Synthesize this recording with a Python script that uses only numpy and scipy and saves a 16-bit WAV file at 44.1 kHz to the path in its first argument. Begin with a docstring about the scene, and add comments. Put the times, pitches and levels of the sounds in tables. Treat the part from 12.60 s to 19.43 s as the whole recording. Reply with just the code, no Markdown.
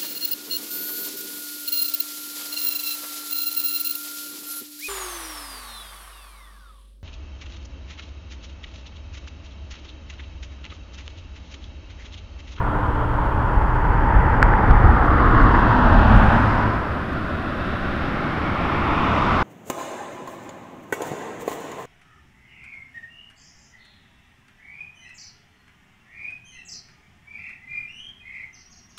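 """Beside a highway: a heavy diesel truck goes by close to the microphone, then cars come on, louder and brighter.
Tyres are noise shaped over time by passing distance, with narrow sliding bands, exhaust booms, hollows and lifts;
engines, exhaust drones and a whine are wavering notes with an octave above, the diesel and drones sinking in pitch.
The truck's wake is lumpy low noise at the microphone; right next to it come a hard tick and a weaker one.
Faint clicks and an even hiss lie beneath."""
import sys
import numpy as np
from scipy import signal
from scipy.fft import rfft, irfft, next_fast_len
from scipy.io import wavfile
from scipy.ndimage import uniform_filter1d

SR = 44100
rng = np.random.default_rng(int(sys.argv[2]) if len(sys.argv) > 2 else 0)


def master_out(mix):
    """Clip the mix to full scale and print it as 16-bit PCM to the path in sys.argv[1]."""
    frames = np.transpose(np.atleast_2d(mix))
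    ceiling = np.clip(frames, -1, 1)
    pcm = np.round(ceiling * 32767).astype(np.int16)
    wavfile.write(sys.argv[1], SR, pcm)


N = 301203

TIME = np.arange(N) / SR
FRAME, HOP = 2048, 512   # samples in a spectral frame and between frames
FRAME_S = np.arange(N // HOP + 2) * HOP / SR
BIN_HZ = np.maximum(np.arange(FRAME // 2 + 1) * SR / FRAME, 1)

# The truck's groups of wheels going by. Each row: nearest at in seconds, half-length in seconds,
# body rumble in dB, tyre roar in dB, tyre hiss in dB.
TRUCK_PASSES = [(2.1, 0.71, -25.5, -22.5, -63), (2.92, 0.39, -21, -19, -45.5),
                (3.58, 0.43, -22.5, -21, -40)]
# Distant traffic behind the truck: rumble in dB, roar in dB, hiss in dB.
TRUCK_FAR_DB = (-33, -26.5, -54)
# The oncoming cars. Each row: nearest at in seconds, half-length in seconds, rumble in dB, roar in dB, hiss in dB.
CAR_PASSES = [(5.3, 0.59, -38, -49.5, -47.5), (6.66, 0.56, -26.5, -21, -40)]
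# Distant traffic behind the cars: rumble in dB, roar in dB, hiss in dB.
CARS_FAR_DB = (-30, -30.5, -52.5)
# Bright rushes of air as a vehicle draws level. Each row: strongest at in seconds, half-length in seconds,
# centre in Hz, glide in octaves, width in octaves, lift in dB.
AIR_RUSHES = [(3.02, .2, 5800, 0, .35, 2), (3.9, 0.22, 8200, 0, .35, 6), (3.68, .13, 11400, 0, .2, 8),
              (4, .15, 5000, 0.0067, 0.15, 5.5), (6.63, .3, 7200, 0, 0.36, 8)]


def from_db(db):
    """Decibels to gain."""
    return 10 ** (np.asarray(db) / 20)


def rms_one(x):
    """Scale to unit rms."""
    return x / np.sqrt(np.mean(x ** 2) + 1e-20)


def bell(x, centre, width):
    """A smooth hump of height 1."""
    return np.exp(-.5 * ((x - centre) / width) ** 2)


def at_hz(points, hz):
    """A spectrum in dB, read on a log-frequency axis."""
    known_hz, db = np.transpose(points)
    return np.interp(np.log(np.maximum(hz, 1)), np.log(known_hz), db)


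def coloured_noise(points):
    """Steady noise with the given spectrum; rms 1."""
    size = next_fast_len(N)
    hz = np.arange(size // 2 + 1) * SR / size
    white = rfft(rng.standard_normal(size))
    return rms_one(irfft(white * from_db(at_hz(points, hz)), size)[:N])


def drift(rate):
    """Smooth chance with about `rate` turns a second; spread 1."""
    step = 40   # samples between the slow values
    pole = np.exp(-2 * np.pi * rate * step / SR)
    white = rng.standard_normal(N // step + 2002)
    slow = signal.lfilter([1], [1, -2 * pole, pole * pole], white)[2000:]   # drop the run-in
    return np.interp(np.arange(N) / step, np.arange(len(slow)), rms_one(slow))


def passing_levels(passes, far_db, times):
    """Rumble, roar and hiss in dB: each pass swells and fades with its distance, over the far traffic."""
    fall_off = 1.536   # power falls as the squared distance to this exponent
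    power = from_db(far_db)[:, None] ** 2
    for s, half_s, *levels_db in passes:
        distance_squared = 1 + ((times - s) / half_s) ** 2   # nearest distance is 1
        power = power + from_db(levels_db)[:, None] ** 2 / distance_squared ** fall_off
    return 10 * np.log10(power)


def moving_bands(rows):
    """Peaks or dips that come, glide and go; dB over frequency and time."""
    out = 0
    for s, half_s, hz, glide, octaves, db in rows:
        centre = np.log2(hz) + glide * np.tanh((FRAME_S - s) / half_s)
        out = out + db * bell(FRAME_S, s, half_s) * bell(np.log2(BIN_HZ)[:, None], centre, octaves)
    return out


def rolling_noise(colour_db, levels_db):
    """Noise of a changing colour, tilted smoothly to steer rumble, roar and hiss to their levels."""
    # Where rumble, roar and hiss lie. Each row: low edge in Hz, high edge in Hz.
    road_bands = [(140, 450), (550, 1900), (2800, 6000)]
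    power = from_db(colour_db) ** 2
    centres = np.log(np.prod(road_bands, axis=1)) / 2
    for (low, high), level_db, own in zip(road_bands, levels_db, np.eye(len(road_bands))):
        inside = (BIN_HZ >= low) & (BIN_HZ < high)
        band_db = 10 * np.log10(power[inside].sum(axis=0) / len(BIN_HZ))
        share = np.interp(np.log(BIN_HZ), centres, own)[:, None]
        colour_db = colour_db + share * (level_db - band_db)
    noise = rng.standard_normal((len(FRAME_S) - 1) * HOP)
    white = signal.stft(noise, nperseg=FRAME, noverlap=FRAME - HOP)[2]
    return signal.istft(white * from_db(colour_db), nperseg=FRAME, noverlap=FRAME - HOP)[1][:N]


def engine(hz, level_db, overtone_db, jitter, waver_db):
    """A firing note and its octave, wavering in pitch and level on the way through the air."""
    phase = 2 * np.pi * np.cumsum(hz * (1 + jitter * drift(10.0))) / SR
    note = np.sin(phase) + from_db(overtone_db) * np.sin(2 * phase)
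    return np.sqrt(2) * note * from_db(level_db + waver_db * drift(6.1))


def sliding_bands():
    """Two narrow bands in the roar: one slides down, the other sinks and then rises again; dB over frequency and time."""
    # The two bands, a list each. Each row: time in seconds, centre in Hz, width in octaves, lift in dB.
    tracks = [
        [(0, 955, .14, 4.5), (1.05, 915, 0.14, 8.5), (1.4, 900, 0.15, 10.5), (1.9, 873, 0.12, 9),
         (2.2, 843, 0.18, 9), (2.7, 770, 0.098, 0)],
        [(2.05, 1300, .11, 2), (2.4, 1270, .11, 6), (2.65, 1170, 0.16, 8.5), (2.82, 1140, 0.23, 6.5),
         (2.95, 975, .14, 7.5), (3.1, 980, .12, 8.5), (3.3, 870, 0.12, 6.5), (3.55, 800, .12, 6.5),
         (3.8, 910, .11, 4), (4.03, 990, 0.064, 7), (4.4, 1080, 0.11, 0)],
    ]
    out = 0
    for track in tracks:
        s, *columns = np.transpose(track)
        hz, octaves, lift_db = (np.interp(FRAME_S, s, column) for column in columns)
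        out = out + lift_db * bell(np.log2(BIN_HZ)[:, None], np.log2(hz), octaves)
    return out


def truck_tyres():
    """Broad roar with two sliding bands and the exhaust's boom, hollowed and lifted in places."""
    # Rolling noise before its bands are levelled. Each row: frequency in Hz, density in dB per Hz.
    roll = [(60, -1.5), (140, -2.5), (330, -7.5), (440, -5.5), (700, -5), (1050, -1.5), (1450, -3),
            (1850, -9.5), (2350, -20), (3200, -29.5), (4700, -42), (6200, -55), (9000, -66.5), (14000, -77)]
    # Booms of the exhaust. Each row: strongest at in seconds, half-length in seconds, centre in Hz,
    # glide in octaves, width in octaves, lift in dB.
    booms = [(2.75, 0.35, 313, 0.05, 0.12, 9), (3.3, 0.46, 244, -0.046, .085, 9),
             (3.3, 0.34, 194, -0.0088, 0.13, 3.5)]
    # Bands of the rolling noise that are hollowed or lifted, from low rumble to hiss. 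Each row: strongest at
    # in seconds, half-length in seconds, centre in Hz, glide in octaves, width in octaves, gain in dB.
    hollows_and_lifts = [(0.49, .5, 1960, -0.03, 0.31, -4.5), (.1, 0.71, 3300, -0.017, 0.12, 5),
                         (1.45, 0.72, 3890, 0.046, .1, -7), (2.1, 0.55, 4800, 0.049, .12, 1.5),
                         (3.13, 0.63, 2260, -0.21, 0.14, -7.5), (3.75, 0.22, 4400, 0, 0.14, -3),
                         (2.04, 0.89, 655, -0.15, 0.11, -2.5), (3.6, 0.54, 460, -0.062, 0.29, -5),
                         (3.5, 0.25, 626, -.05, 0.11, 5.5), (1.6, 0.5, 1810, 0.056, 0.19, 3),
                         (1.6, .45, 1100, -.04, 0.08, -0.5), (2.9, .22, 2650, -.04, .07, 4),
                         (3.38, .1, 1900, 0, 0.52, -3), (3.6, 0.11, 3400, 0, .1, 1),
                         (3.4, .4, 80, 0, .25, -6), (.3, .5, 1200, 0, .12, -2), (2.7, .3, 105, 0, 0.37, -3),
                         (.85, .2, 93, 0, .3, 4)]
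    colour = at_hz(roll, BIN_HZ)[:, None] + sliding_bands() + moving_bands(booms)
    colour = colour + moving_bands(hollows_and_lifts) + moving_bands(AIR_RUSHES)
    levels_db = passing_levels(TRUCK_PASSES, TRUCK_FAR_DB, FRAME_S)
    flutter_db = 0.64
    return rolling_noise(colour, levels_db) * from_db(flutter_db * drift(31))


def doppler():
    """Pitch factor of the truck: above 1 as it nears, below 1 as it leaves."""
    share, nearest_s, glide_s = .055, 3.2, 0.535   # shift either way; middle and half-length of the sinking
    return 1 - share * np.tanh((TIME - nearest_s) / glide_s)


def truck_engine():
    """The diesel swells with the body rumble and sinks in pitch as it passes."""
    firing_hz, loudest_db = 112.1, -25.5   # when nearest, before surge and fade
    follows = 0.53   # share of the body rumble's swing in dB
    surge_s, surge_length_s, surge_lift_db = 3.6, 0.14, 7   # the exhaust pipe points at the microphone
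    fade_s, fade_db_per_s = 4.2, 66   # the note dies away once the truck is past
    rumble_db = passing_levels(TRUCK_PASSES, TRUCK_FAR_DB, TIME)[0]
    surge_db = surge_lift_db * bell(TIME, surge_s, surge_length_s)
    fade_db = fade_db_per_s * np.maximum(TIME - fade_s, 0)
    level_db = loudest_db + follows * (rumble_db - rumble_db.max()) + surge_db - fade_db
    return engine(firing_hz * doppler(), level_db, overtone_db=-18.5, jitter=.006, waver_db=3.0)


def exhaust_drones():
    """Low tones of the exhaust pipe, heard as it draws level and sinking with the diesel."""
    # Each row: strongest at in seconds, half-length in seconds, frequency in Hz before the Doppler shift,
    # level in dB when strongest.
    drones = [(3.47, 0.34, 245, -27.5), (3.55, .16, 216, -25.5), (3.48, .18, 72.5, -24)]
    out = np.zeros(N)
    for s, half_s, hz, db in drones:
        tone = engine(hz * doppler(), db, overtone_db=-23, jitter=.009, waver_db=2.5)
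        out += bell(TIME, s, half_s) * tone
    return out


def truck_whine():
    """A thin whine that goes with the truck, creeping up in pitch and swelling a little."""
    start_hz, rise_hz_per_s = 297, 2.1
    base_db, swell_db, nearest_s, length_s = -37.5, 2.5, 2.8, .5
    level_db = base_db + swell_db * bell(TIME, nearest_s, length_s)
    return engine(start_hz + rise_hz_per_s * TIME, level_db, overtone_db=-16, jitter=.0045, waver_db=1.3)


def wake():
    """Low, lumpy pressure on the microphone port, swelling with each eddy; the strongest pushes are rounded."""
    # Spectrum of the stirred air. Each row: frequency in Hz, density in dB per Hz.
    colour = [(12, -11.5), (22, 5), (33, 15), (48, 10), (66, 9.5), (95, 2.5), (140, -12), (250, -27),
              (600, -48), (5000, -110)]
    # Eddies and lulls at the microphone. Each row: middle in seconds, half-length in seconds, lift in dB.
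    eddies = [(0.995, 0.021, 8), (1.3, .02, 4.5), (1.58, 0.022, 10.5), (1.826, .01, -9), (2.01, .05, -6),
              (2.125, .03, 9), (2.272, .028, 11), (2.5, .12, -2.5), (2.835, .018, 6), (3.132, 0.082, -6),
              (3.35, .04, 4), (3.557, 0.03, 8.5)]
    full_db, full_s, end_s = -16, 2.05, 3.57   # air stirred by the truck builds up, holds, then drops
    build_db_per_s, drop_db_per_s, breeze_db = 6.5, 46, -24.5
    air = coloured_noise(colour)
    air = air / np.sqrt(uniform_filter1d(air ** 2, size=3000) + 0.067)   # even out the slow swings
    building_db = build_db_per_s * np.maximum(full_s - TIME, 0)
    dropping_db = drop_db_per_s * np.maximum(TIME - end_s, 0)
    flow = np.hypot(from_db(full_db - (building_db + dropping_db)), from_db(breeze_db))
    eddies_db = sum(db * bell(TIME, s, half_s) for s, half_s, db in eddies)
    push, strongest = air * flow * from_db(eddies_db), .62
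    return push / (1 + (push / strongest) ** 4) ** (1 / 4)


def tick(ring_hz, t60, rise_s, tail_db, tail_t60):
    """A light, hard tap: a few cycles of one damped mode, a faint after-ring and a low jolt of the microphone."""
    # Ticks right next to the microphone. Each row: start in seconds, relative strength in dB.
    ticks = [(1.82772, 4.75), (1.9375, -8)]
    jolt_hz, jolt_s, jolt_db = 54, .012, -13   # low sway just after the tap
    out = np.zeros(N)
    for s, db in ticks:
        age = np.clip(TIME - s, 0, 1)
        rise = 1 - np.exp(-(age / rise_s) ** 2)
        decay = from_db(-60 * age / t60) + from_db(tail_db - 60 * age / tail_t60)
        ring = rise * decay * np.sin(2 * np.pi * ring_hz * age)
        jolt = from_db(jolt_db) * bell(age, jolt_s, jolt_s) * np.sin(2 * np.pi * jolt_hz * age)
        out += from_db(db) * (jolt - 2 * ring)
    return out


def car_tyres():
    """Smooth roar, hollowed and lifted in bands that come and go."""
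    # Rolling noise before its bands are levelled. Each row: frequency in Hz, density in dB per Hz.
    roll = [(20, 1), (80, 1), (260, 0), (360, -2.5), (440, -10.5), (580, -5), (720, -7.5), (1050, -6.5),
            (1350, -5), (1800, -10.5), (2300, -16.5), (3500, -23), (4300, -30), (5300, -34.5), (6600, -48),
            (14000, -73)]
    # Bands of the rolling noise that are hollowed or lifted, from low rumble to hiss. Each row: strongest at
    # in seconds, half-length in seconds, centre in Hz, glide in octaves, width in octaves, gain in dB.
    hollows_and_lifts = [(4.63, 0.93, 870, 0.11, 0.083, -8.5), (4.93, 0.48, 1440, 0.012, 0.089, 3.5),
                         (5.0, 0.39, 3700, .03, 0.098, 4.5), (5.83, 0.23, 2230, 0.06, 0.066, 6),
                         (6.43, 0.25, 2560, 0.034, 0.21, 6.5), (6.43, 0.39, 1640, 0.11, 0.082, -6.5),
                         (6.47, 0.26, 3580, .03, 0.087, 7), (6.56, 0.44, 1060, 0.13, 0.23, 4),
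                         (6.4, 0.53, 560, .05, .13, -3), (4.86, .45, 2600, .08, 0.044, 4),
                         (4.75, .35, 2230, .04, .08, -2), (4.5, .45, 4700, 0, .1, 2.5),
                         (6.75, 0.18, 74, 0, .6, 4.5)]
    colour = at_hz(roll, BIN_HZ)[:, None] + moving_bands(hollows_and_lifts) + moving_bands(AIR_RUSHES)
    levels_db = passing_levels(CAR_PASSES, CARS_FAR_DB, FRAME_S)
    flutter_db = 0.34
    return rolling_noise(colour, levels_db) * from_db(flutter_db * drift(31))


def car_engine():
    """A low note that grows with the rumble of the oncoming cars."""
    firing_hz, below_rumble_db = 77.5, 7
    rumble_db = passing_levels(CAR_PASSES, CARS_FAR_DB, TIME)[0]
    return engine(firing_hz, rumble_db - below_rumble_db, overtone_db=-14, jitter=0.0078, waver_db=1.0)


def faint_clicks(low_hz, high_hz):
    """Tiny dry clicks: single-sample impulses thinned by a band filter."""
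    # Each row: time in seconds, impulse strength in dB before the filter.
    impulses = [(.661, -38), (1.162, -38), (1.629, -35), (2.463, -29.5), (2.663, -29.5), (2.83, -28),
                (2.964, -33), (2.997, -27.5), (3.664, -31), (4.532, -32), (5.533, -37)]
    clicks = np.zeros(N)
    for s, db in impulses:
        clicks[round(s * SR)] = from_db(db)
    band = signal.butter(1, [low_hz, high_hz], "band", fs=SR, output="sos")
    return signal.sosfilt(band, clicks)


def even_hiss():
    """Steady coloured noise under it all."""
    # Each row: frequency in Hz, density in dB per Hz before levelling.
    colour = [(1000, 5), (6000, 0), (10000, -2.5), (15000, -7.5)]
    level_db = -61.5
    return from_db(level_db) * coloured_noise(colour)


def scene():
    """The truck gives way to the oncoming cars in an equal-power crossfade."""
    take_over_s, take_over_length_s = 4.137, 0.82   # middle and length
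    turn = np.pi / 2 * np.clip((TIME - take_over_s) / take_over_length_s + .5, 0, 1)
    truck = truck_tyres() + truck_whine() + exhaust_drones() + wake()
    cars = car_tyres() + car_engine()
    tap = tick(ring_hz=1540, t60=.0058, rise_s=.00052, tail_db=-30, tail_t60=.02)
    clicks = faint_clicks(low_hz=3500, high_hz=10000)
    # the diesel has its own fade, so it stays outside the crossfade
    return (truck_engine() + np.cos(turn) * truck + np.sin(turn) * cars + tap + clicks + even_hiss())[None]


def record(dry):
    """The highest peaks overload; the ends are eased; the top is cut."""
    ease_s, cutoff_hz = .003, 15300
    ease = np.minimum(np.minimum(TIME, TIME[::-1]) / ease_s, 1)
    clipped = np.clip(dry, -1, 1) * ease
    return signal.sosfilt(signal.ellip(10, .1, 90, cutoff_hz, fs=SR, output="sos"), clipped)


dry = scene()
out = record(dry)
master_out(out)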